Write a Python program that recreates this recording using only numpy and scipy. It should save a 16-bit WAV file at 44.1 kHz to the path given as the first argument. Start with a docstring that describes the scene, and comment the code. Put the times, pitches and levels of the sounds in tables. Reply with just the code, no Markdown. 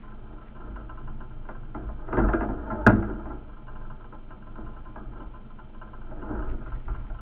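"""A boat idles with a wet wire crab trap beside it, heard dully through a sealed housing fixed to the boat.
Throb, boom and rumble run throughout; cloth brushes, drops ping and wavelets slap the hull.
A rope is thrown clear, clatters over wire and rail and whirrs; something knocks hard on the hull and rail.
Later the rope is drawn through again and wind buffets the housing.
Blows, water and rope excite decaying hull modes; drops and rail have modes of their own; wind is noise."""
import sys
import numpy as np
from scipy import signal
from scipy.fft import rfft, irfft
from scipy.io import wavfile
from scipy.ndimage import uniform_filter1d

SR = 44100
rng = np.random.default_rng(int(sys.argv[2]) if len(sys.argv) > 2 else 0)


def generate_wav(sig):
    """Save sig (samples, or channels by samples) to the path in sys.argv[1] as 16-bit PCM at SR."""
    pcm = np.round(np.clip(np.atleast_2d(sig).T, -1, 1) * 32767).astype(np.int16)
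    wavfile.write(sys.argv[1], SR, pcm)


N = 317948
TIME = np.arange(N) / SR
RING_TIME = TIME[:SR]
HOUSING_HZ = 4200  # the sealed housing passes little above this

# Rope and trap striking the boat. Each row: time in seconds, level above the bass in dB, bass level in dB,
# length of the contact in seconds.
KNOCKS = [(1.486, -40, -46, 0.0025), (1.745, -39.5, -37, .0045), (1.884, -47, -52.5, 0.012),
          (2.078, -40.5, -45, 0.011), (2.126, -32, -33, 0.0059), (2.169, -29, -23.5, .0034),
          (2.184, -29, -40, 0.012), (2.199, -37, -30, 0.0048), (2.283, -31, -34.5, 0.0064),
          (2.332, -27.5, -23.5, 0.0051), (2.405, -32, -31.5, 0.0097), (2.428, -36, -38.5, 0.013),
          (2.480, -39, -34, 0.028), (2.699, -33, -34, 0.018), (2.8645, -18.5, -14, .0015),
          (2.894, -27, -38, .008), (3.024, -38.5, -47.5, 0.0029), (3.095, -42, -35, 0.0097),
          (3.253, -44, -43.5, 0.0063), (3.293, -42.5, -43.5, 0.026), (4.121, -47, -51, 0.0073),
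          (4.579, -45.5, -44, 0.0071), (4.957, -42, -48, 0.0072), (6.108, -45.5, -49.5, 0.012),
          (6.218, -54, -40, 0.0042), (6.292, -51, -38.5, 0.032), (6.526, -53, -40.5, 0.01),
          (6.657, -45, -57, 0.017), (6.879, -42, -49.5, 0.0057), (7.098, -49, -69, .007)]


def from_db(db):
    """Amplitude gain of a level in dB."""
    return 10 ** (np.asarray(db) / 20)


def rms_one(x):
    """Scale to rms 1."""
    return x / np.sqrt(np.mean(x ** 2) + 1e-20)


def attack_rms(x):
    """Strength of a blow over its first 30 ms."""
    return np.std(x[:int(0.03 * SR)])


def evened(x, span_s=0.15):
    """Keep the grain of a sound but hold its slow level at rms 1."""
    power = np.abs(uniform_filter1d(x ** 2, int(span_s * SR)))
    return x / np.sqrt(power + 1e-12)


def in_time(rows):
    """The columns of a curve, sample by sample."""
    s, *columns = np.transpose(rows)
    return [np.interp(TIME, s, column) for column in columns]


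def at_hz(rows, hz):
    """The columns of a spectrum at given frequencies, interpolated over log frequency."""
    row_hz, *columns = np.transpose(rows)
    return [np.interp(np.log(hz + 1e-9), np.log(row_hz), column) for column in columns]


def cut(x, hz, kind, order=2):
    """Butterworth filter."""
    return signal.sosfilt(signal.butter(order, hz, kind, fs=SR, output="sos"), x)


def noise(colour):
    """Steady noise of a given spectrum, empty up to 10 Hz; rms 1."""
    hz = np.arange(N // 2 + 1) * SR / N
    gain = from_db(at_hz(colour, hz)[0]) * (hz > 10)
    return rms_one(irfft(rfft(rng.standard_normal(N)) * gain, N))


def drift(rate_hz):
    """Slow random wander, falling off above a rate; rms 1."""
    hz = np.arange(N // 2 + 1) * SR / N
    return rms_one(irfft(rfft(rng.standard_normal(N)) / (1 + (hz / rate_hz) ** 4), N))


def wavering(hz, waver_hz, rate_hz):
    """A sine whose pitch wanders; rms 1."""
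    cycles = np.cumsum(hz + waver_hz * drift(rate_hz)) / SR
    return np.sqrt(2) * np.sin(2 * np.pi * cycles)


def swell(s, db, rise_s, fall_s, hold_s=0):
    """Gain that rises to a level at time s, holds and dies away; rise and fall are 1/e times."""
    rise = np.minimum(TIME - s, 0) / rise_s
    fall = np.maximum(TIME - s - hold_s, 0) / fall_s
    return from_db(db) * np.exp(rise - fall)


def together(gains):
    """Unrelated sounds add in power."""
    return np.sqrt(sum(gain ** 2 for gain in gains))


def add(out, s, sound):
    """Mix a sound in at a time."""
    start = int(s * SR)
    out[start:start + len(sound)] += sound[:N - start]


def modes(table, scatter_db):
    """One second of decaying sines; each excitation shares its force out a little differently."""
    hz, level_db, t60_s = np.transpose(table)[:, :, None]
    strength = from_db(level_db + scatter_db * rng.standard_normal(hz.shape))
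    sign = (-1) ** np.arange(len(hz))[:, None]
    decay = np.exp(-np.log(1000) * RING_TIME / t60_s)
    return np.sum(sign * strength * decay * np.sin(2 * np.pi * hz * RING_TIME), axis=0)


def wash():
    """Dense lesser hull modes as bands of noise, each with its own decay; rms 1."""
    # Each row: frequency in Hz, relative level in dB per Hz, t60 in seconds.
    wash_modes = [(60, -27.5, .3), (110, -6.5, .35), (167, -3.5, 0.42), (200, 7, 0.45), (317, 11, 0.34),
                  (528, -10, 0.64), (640, -8.5, 0.38), (875, 0, 0.19), (1090, -16, 0.29), (1408, 2.5, 0.39),
                  (1556, -11, 0.24), (1910, -21, 0.22), (2520, -22.5, 0.021), (3720, -50.5, 0.077)]
    edges_hz = np.geomspace(60, 4800, 26)
    white, out = rng.standard_normal((2, SR)), 0
    for k, band_hz in enumerate(zip(edges_hz, edges_hz[1:])):
        level_db, t60_s = at_hz(wash_modes, np.sqrt(band_hz[0] * band_hz[1]))
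        decay = np.exp(-np.log(1000) * RING_TIME / t60_s)
        out = out + from_db(level_db) * cut(white[k % 2], band_hz, "band") * decay
    return rms_one(out)


def hull(wash_db=-3.0, crack_db=-4.5, crack_s=0.015):
    """The boat's answer to one click: a brief crack, then the modes and their wash; rms 1."""
    # What the hull rings with. Each row: frequency in Hz, relative level in dB, t60 in seconds.
    hull_modes = [(102.1, -2.5, 0.61), (120.9, 1, 0.38), (207.4, -3.5, 0.76), (230, 1.5, 0.23),
                  (270, 1.5, 0.097), (320, -3.5, 0.048), (327.7, -0.5, 0.45), (370, 1.5, 0.18),
                  (512.5, -14.5, 0.36), (611.2, -2.5, 0.19), (646, -4, 0.22), (698, -7.5, 0.42),
                  (833, -8.5, 0.19), (856, -5, 0.16), (1035.4, -5.5, 0.21), (1072, -17.5, 0.2),
                  (1112, -21.5, 0.37), (1361, -1.5, 0.17), (1430, 2.5, 0.075), (1542, -8, 0.2),
                  (1626, -7, 0.2), (1600, -17.5, 0.051), (1800, -18.5, 0.043), (2050, -10, .06),
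                  (2039, -18.5, 0.15), (2350, -24.5, 0.19), (2710, -25.5, 0.17), (3000, -32, 0.23)]
    crack = rms_one(wash() * np.exp(-RING_TIME / crack_s))
    ring = rms_one(modes(hull_modes, scatter_db=0.5))
    return rms_one(ring + from_db(wash_db) * wash() + from_db(crack_db) * crack)


def lapping(rise_s=0.083, calm_db=-57, calm_swing_db=1.5):
    """How hard water splashes on the hull and how hard it pushes: a calm level and single wavelets."""
    # Each row: peak time in seconds, splash level in dB, hollow push level in dB, 1/e fall in seconds.
    laps = [(.33, -49, -56, 0.085), (.65, -47.5, -45.5, 0.43), (1.82, -46, -42, .14),
            (3.72, -52, -57, 0.13), (4.6, -49.5, -48.5, 0.22), (5.03, -48, -47, 0.043),
            (5.22, -45, -46, 0.031)]
    calm = from_db(calm_db + calm_swing_db * drift(3.3))
    splash = [swell(s, db, rise_s, fall_s) for s, db, _, fall_s in laps]
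    push = [swell(s, db, rise_s, fall_s) for s, _, db, fall_s in laps]
    return together([calm] + splash), together([calm] + push)


def rubbing(work, catches_per_s=1000, spread_db=4.0, low_hz=260, soft_hz=1150):
    """Rope strands catch and water laps: a dense run of tiny, soft, uneven taps on the hull."""
    taps = (rng.random(N) < catches_per_s / SR) * rng.choice([-1, 1], N)
    taps = taps * from_db(spread_db * np.minimum(rng.exponential(1, N), 4))
    sound = cut(signal.fftconvolve(taps, hull(wash_db=0.0))[:N], low_hz, "high")
    return work * evened(cut(sound, soft_hz, "low"))


def slaps(push, hollow_db=-2.5, low_hz=95, high_hz=225):
    """Wavelets under the side make the hull's low modes sound hollow."""
    shaken = signal.fftconvolve(rng.standard_normal(N), hull())[:N]
    return from_db(hollow_db) * push * evened(cut(shaken, (low_hz, high_hz), "band"))


def booming(water, rope):
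    """Level of the hull's lowest flex: it follows water and rope a little late, and swells after each blow."""
    water_boom_db, rope_boom_db = -35, -41.5  # before the boom gain, at a work level of work_db
    work_db, follow_exponent, lag_s = -44, 1.29, 0.055
    kick_db, rise_s, decay_s = -8, 0.022, 0.09  # kick is relative to the blow's bass
    gains = []
    for work, db in ((water, water_boom_db), (rope, rope_boom_db)):
        late = np.interp(TIME - lag_s, TIME, work)
        gains.append(from_db(db) * (late / from_db(work_db)) ** follow_exponent)
    for s, _, bass_db, _ in KNOCKS:
        gains.append(swell(s + rise_s, bass_db + kick_db, rise_s, decay_s))
    return together(gains)


def idling(flex, boom_db=-1.0, drone_db=-12.5, drone_hz=122, pulsing=0.14):
    """The engine's throb and a deck drone swell together; a boom, a pulsing rumble and a thin whine join."""
    # Each row: frequency in Hz, relative level in dB per Hz.
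    rumble_colour = [(20, 4), (55, 0.5), (78, -14), (124, 0), (160, -19.5), (215, 2), (265, -19),
                     (330, -15.5), (520, -20), (900, -23), (1400, -27), (1800, -33), (3100, -33),
                     (4200, -47)]
    # Faint steady whine. Each row: frequency in Hz, level in dB.
    whine_tones = [(2340, -81), (3060, -92.5), (3121, -81)]
    rumble_db, engine_hz, boom_hz = -49, 21.43, 49.8
    throb_db, throb_swing_db, swells_per_s = -40, 3, 2.8
    shake = from_db(throb_db + throb_swing_db * drift(swells_per_s))
    beat = wavering(engine_hz, waver_hz=0.44, rate_hz=1.5)
    drone = cut(rng.standard_normal(N), (drone_hz * 0.87, drone_hz * 1.101), "band")
    drone = from_db(drone_db) * rms_one(drone)
    boom_tone = wavering(boom_hz, waver_hz=6.09, rate_hz=12) * (1 + 0.42 * drift(43))
    boom = from_db(boom_db) * flex * boom_tone
    rumble = from_db(rumble_db) * noise(rumble_colour) * (1 + pulsing * beat)
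    whine = sum(from_db(db) * wavering(hz, waver_hz=4.7, rate_hz=25) for hz, db in whine_tones)
    return shake * (beat + drone) + boom + rumble + whine


def rustle(grain_db=4.5):
    """Sleeve and glove brush past: cloth slips in small uneven jerks."""
    # Each row: peak time in seconds, level in dB, 1/e swell and fade in seconds.
    brushes = [(.01, -61.5, .06), (.48, -60, .035), (6.5, -55.5, 0.026), (6.75, -62, 0.19),
               (7.0, -63.5, 0.13)]
    # Each row: frequency in Hz, relative level in dB per Hz.
    cloth_colour = [(300, -24), (1200, -1), (2000, 0.5), (2600, -7), (3200, -11), (4200, -24)]
    level = together(swell(s, db, width_s, width_s) for s, db, width_s in brushes)
    return level * rms_one(noise(cloth_colour) * from_db(grain_db * drift(120)))


def dribble(count=80, gap_s=0.17, gap_spread=0.32, level_db=-48.5, spread_db=1):
    """Light drops at uneven gaps: rows of time in seconds and level in dB."""
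    gap, size = rng.standard_normal((count, 2)).T
    times = np.cumsum(gap_s * np.exp(gap_spread * gap)) - gap_s / 2
    return [(s, level_db + spread_db * z) for s, z in zip(times, size) if 0 < s < TIME[-1]]


def drips(level_db=-7.0, splash_db=-5.0, echo_s=0.011, echo=0.38, tick=0.05, tick_s=0.005):
    """A drop ticks and pings, comes back once across the boat, and its splash stirs the hull faintly."""
    # Heavier drops. Each row: time in seconds, level in dB before level_db.
    heavy_drops = [(0.0333, -45.5), (0.118, -47), (0.3795, -47), (0.5643, -47), (0.6005, -43),
                   (0.7597, -38), (0.8939, -37), (0.974, -40.5), (1.075, -40), (1.2047, -39.5),
                   (1.5499, -43.5), (3.4927, -47), (3.565, -46.5), (3.681, -41), (3.755, -41),
                   (3.8122, -46.5), (3.8477, -45), (3.9004, -40.5), (4.0434, -45), (4.3067, -40.5),
                   (4.4687, -44), (4.5564, -42.5), (4.6617, -41.5), (4.7644, -42.5), (4.8532, -43.5),
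                   (5.16, -44.5), (5.2024, -39.5), (5.3386, -43.5), (5.5869, -41.5), (5.8143, -37.5),
                   (5.9334, -40), (6.014, -46.5), (6.221, -38.5), (6.422, -38.5), (6.7201, -38.5),
                   (6.9447, -39), (7.1454, -45), (7.1878, -42.5)]
    # What a drop sets ringing. Each row: frequency in Hz, relative level in dB, t60 in seconds.
    ping_modes = [(618, -6.5, 0.091), (745, -18.5, 0.24), (875, -9.5, 0.41), (1029.3, 3, 0.2),
                  (1120, -20.5, 0.084), (1322, 0, 0.17), (1380, -5, 0.16), (1460, -4.5, 0.1),
                  (1568, 1, 0.046), (1603, -7, 0.11), (2840, -13.5, 0.049), (2960, -20.5, 0.045)]
    out = np.zeros(N)
    splashes = [rms_one(cut(wash(), (500, 1700), "band")) for _ in range(5)]
    for k, (s, drop_db) in enumerate(heavy_drops + dribble()):
        splash = splashes[k % len(splashes)]
        ping = rms_one(modes(ping_modes, scatter_db=3.0))
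        delay_s = echo_s * rng.uniform(0.9, 1.2)
        ping = ping + echo * np.interp(RING_TIME - delay_s, RING_TIME, ping, left=0)
        click = tick * rms_one(splash * np.exp(-RING_TIME / tick_s))
        drop = rms_one(ping) + from_db(splash_db) * splash + click
        add(out, s, from_db(drop_db + level_db) * drop / attack_rms(drop))
    return out


def hardness_hz(db, contact_s):
    """Upper edge of a blow's spectrum: higher the shorter and the stronger the blow."""
    middling_hz, middling_s, middling_db = 2000, 0.0045, -38.5
    softening, db_per_octave = 0.3, 27.5  # octaves lost per doubling of contact; dB gaining one octave
    return middling_hz * (middling_s / contact_s) ** softening * 2 ** ((db - middling_db) / db_per_octave)


def knocks(bass_hz=480, rattle=0.2, touches_per_s=2000, clean_hit_s=0.015):
    """Each blow is a first touch and a short rattle of wire and rope, rung through the hull."""
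    out, spots = np.zeros(N), [hull() for _ in range(6)]
    for k, (s, upper_db, bass_db, contact_s) in enumerate(KNOCKS):
        touches = rng.standard_normal(SR) * (rng.random(SR) < touches_per_s / SR)
        force = rattle * touches * np.exp(-(RING_TIME / contact_s) ** 2)
        force[0] = np.exp(-contact_s / clean_hit_s)  # a long, glancing contact has a weaker first touch
        blow = signal.fftconvolve(force, spots[k % len(spots)])[:SR]
        blow = cut(blow, min(hardness_hz(upper_db, contact_s), HOUSING_HZ), "low")
        for kind, db in (("high", upper_db), ("low", bass_db)):
            part = cut(blow, bass_hz, kind, order=3)
            add(out, s, from_db(db) * part / attack_rms(part))
    return out


def sliding():
    """How hard the rope works on the rail: thrown clear, later drawn through again."""
    # Each row: time in seconds, level in dB.
    throw = [(1.98, -54.5), (2.1, -41), (2.2, -27), (2.35, -39), (2.61, -40), (2.72, -39.5), (3.0, -40.5),
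             (3.32, -44), (3.44, -59.5)]
    # Each row: time in seconds, level in dB.
    haul = [(6.05, -58), (6.14, -48.5), (6.24, -42.5), (6.34, -36), (6.54, -45), (6.66, -50.5)]
    work = 0
    for move in (throw, haul):
        moving = (TIME > move[0][0]) & (TIME < move[-1][0])
        work = work + from_db(in_time(move)[0]) * moving
    return work


def whirr(rough=0.26, flutter_hz=9.0):
    """The flying rope sings two rough, fluttering notes."""
    # Each row: time in seconds, pitch in Hz, level in dB.
    upper_note = [(2.66, 905, -46.5), (2.70, 872, -39.5), (2.74, 875, -39.5), (2.79, 874, -50),
                  (2.85, 893, -38), (2.88, 860, -79.5)]
    # Each row: time in seconds, pitch in Hz, level in dB.
    lower_note = [(2.70, 625, -70), (2.76, 601, -39.5), (2.81, 597, -41.5), (2.85, 568, -56.5),
                  (2.88, 604, -46.5)]
    out = 0
    for note in (upper_note, lower_note):
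        hz, db = in_time(note)
        sounding = (TIME > note[0][0]) & (TIME < note[-1][0])
        level = sounding * from_db(db) * (1 + rough * drift(60))
        out = out + level * wavering(hz, waver_hz=flutter_hz, rate_hz=23.0)
    return out


def bang(bang_s=2.864, gain_db=-14, contact_s=0.0018):
    """The hardest blow also lands on the rail that carries the housing: it clangs briefly and hums on."""
    # Each row: frequency in Hz, level in dB before gain_db, t60 in seconds.
    rail_modes = [(205.5, -3.5, 0.48), (234.2, 5.5, 0.158), (309, 10, 0.043), (334.6, -10.5, 0.88),
                  (623.6, 0, 0.14), (827, -7, 0.13), (1435, 7, 0.071), (1631, 8, 0.032), (1840, -9, 0.047),
                  (2477, -18, 0.09)]
    out = np.zeros(N)
    onset = 1 - np.exp(-RING_TIME / contact_s)
    add(out, bang_s, from_db(gain_db) * modes(rail_modes, scatter_db=0.0) * onset)
    return out


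def gust(rise_s=0.0098, fall_s=0.03):
    """Puffs of wind on the housing: lumpy low noise."""
    # Each row: time of full level in seconds, length held in seconds, level in dB.
    puffs = [(6.447, .11, -30), (6.686, 0.091, -33), (6.874, 0.15, -31), (7.106, .06, -35)]
    # Each row: frequency in Hz, relative level in dB per Hz.
    wind_colour = [(12, 9), (25, 5.5), (50, 4), (72, -11.5), (110, -5), (160, -24.5), (320, -20.5),
                   (700, -64)]
    level = together(swell(s, db, rise_s, fall_s, length_s) for s, length_s, db in puffs)
    return level * noise(wind_colour)


def scene(jerk_db=1.0, jerks_per_s=18):
    """Sum all sources on one channel; the rope slides in small jerks."""
    splash, push = lapping()
    rope = sliding()
    work = together([splash, rope * from_db(jerk_db * drift(jerks_per_s))])
    boat = rubbing(work) + slaps(push) + idling(booming(push, rope))
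    handling = rustle() + knocks() + whirr() + bang()
    return (boat + handling + drips() + gust())[None]


def record(dry, clip_level=0.7, cutoff_hz=16000):
    """The housing shuts out the treble; overload clips the peaks before a last low-pass."""
    muffled = cut(dry, HOUSING_HZ, "low", order=12)
    return cut(np.clip(muffled, -clip_level, clip_level), cutoff_hz, "low", order=12)


dry = scene()
out = record(dry)
generate_wav(out)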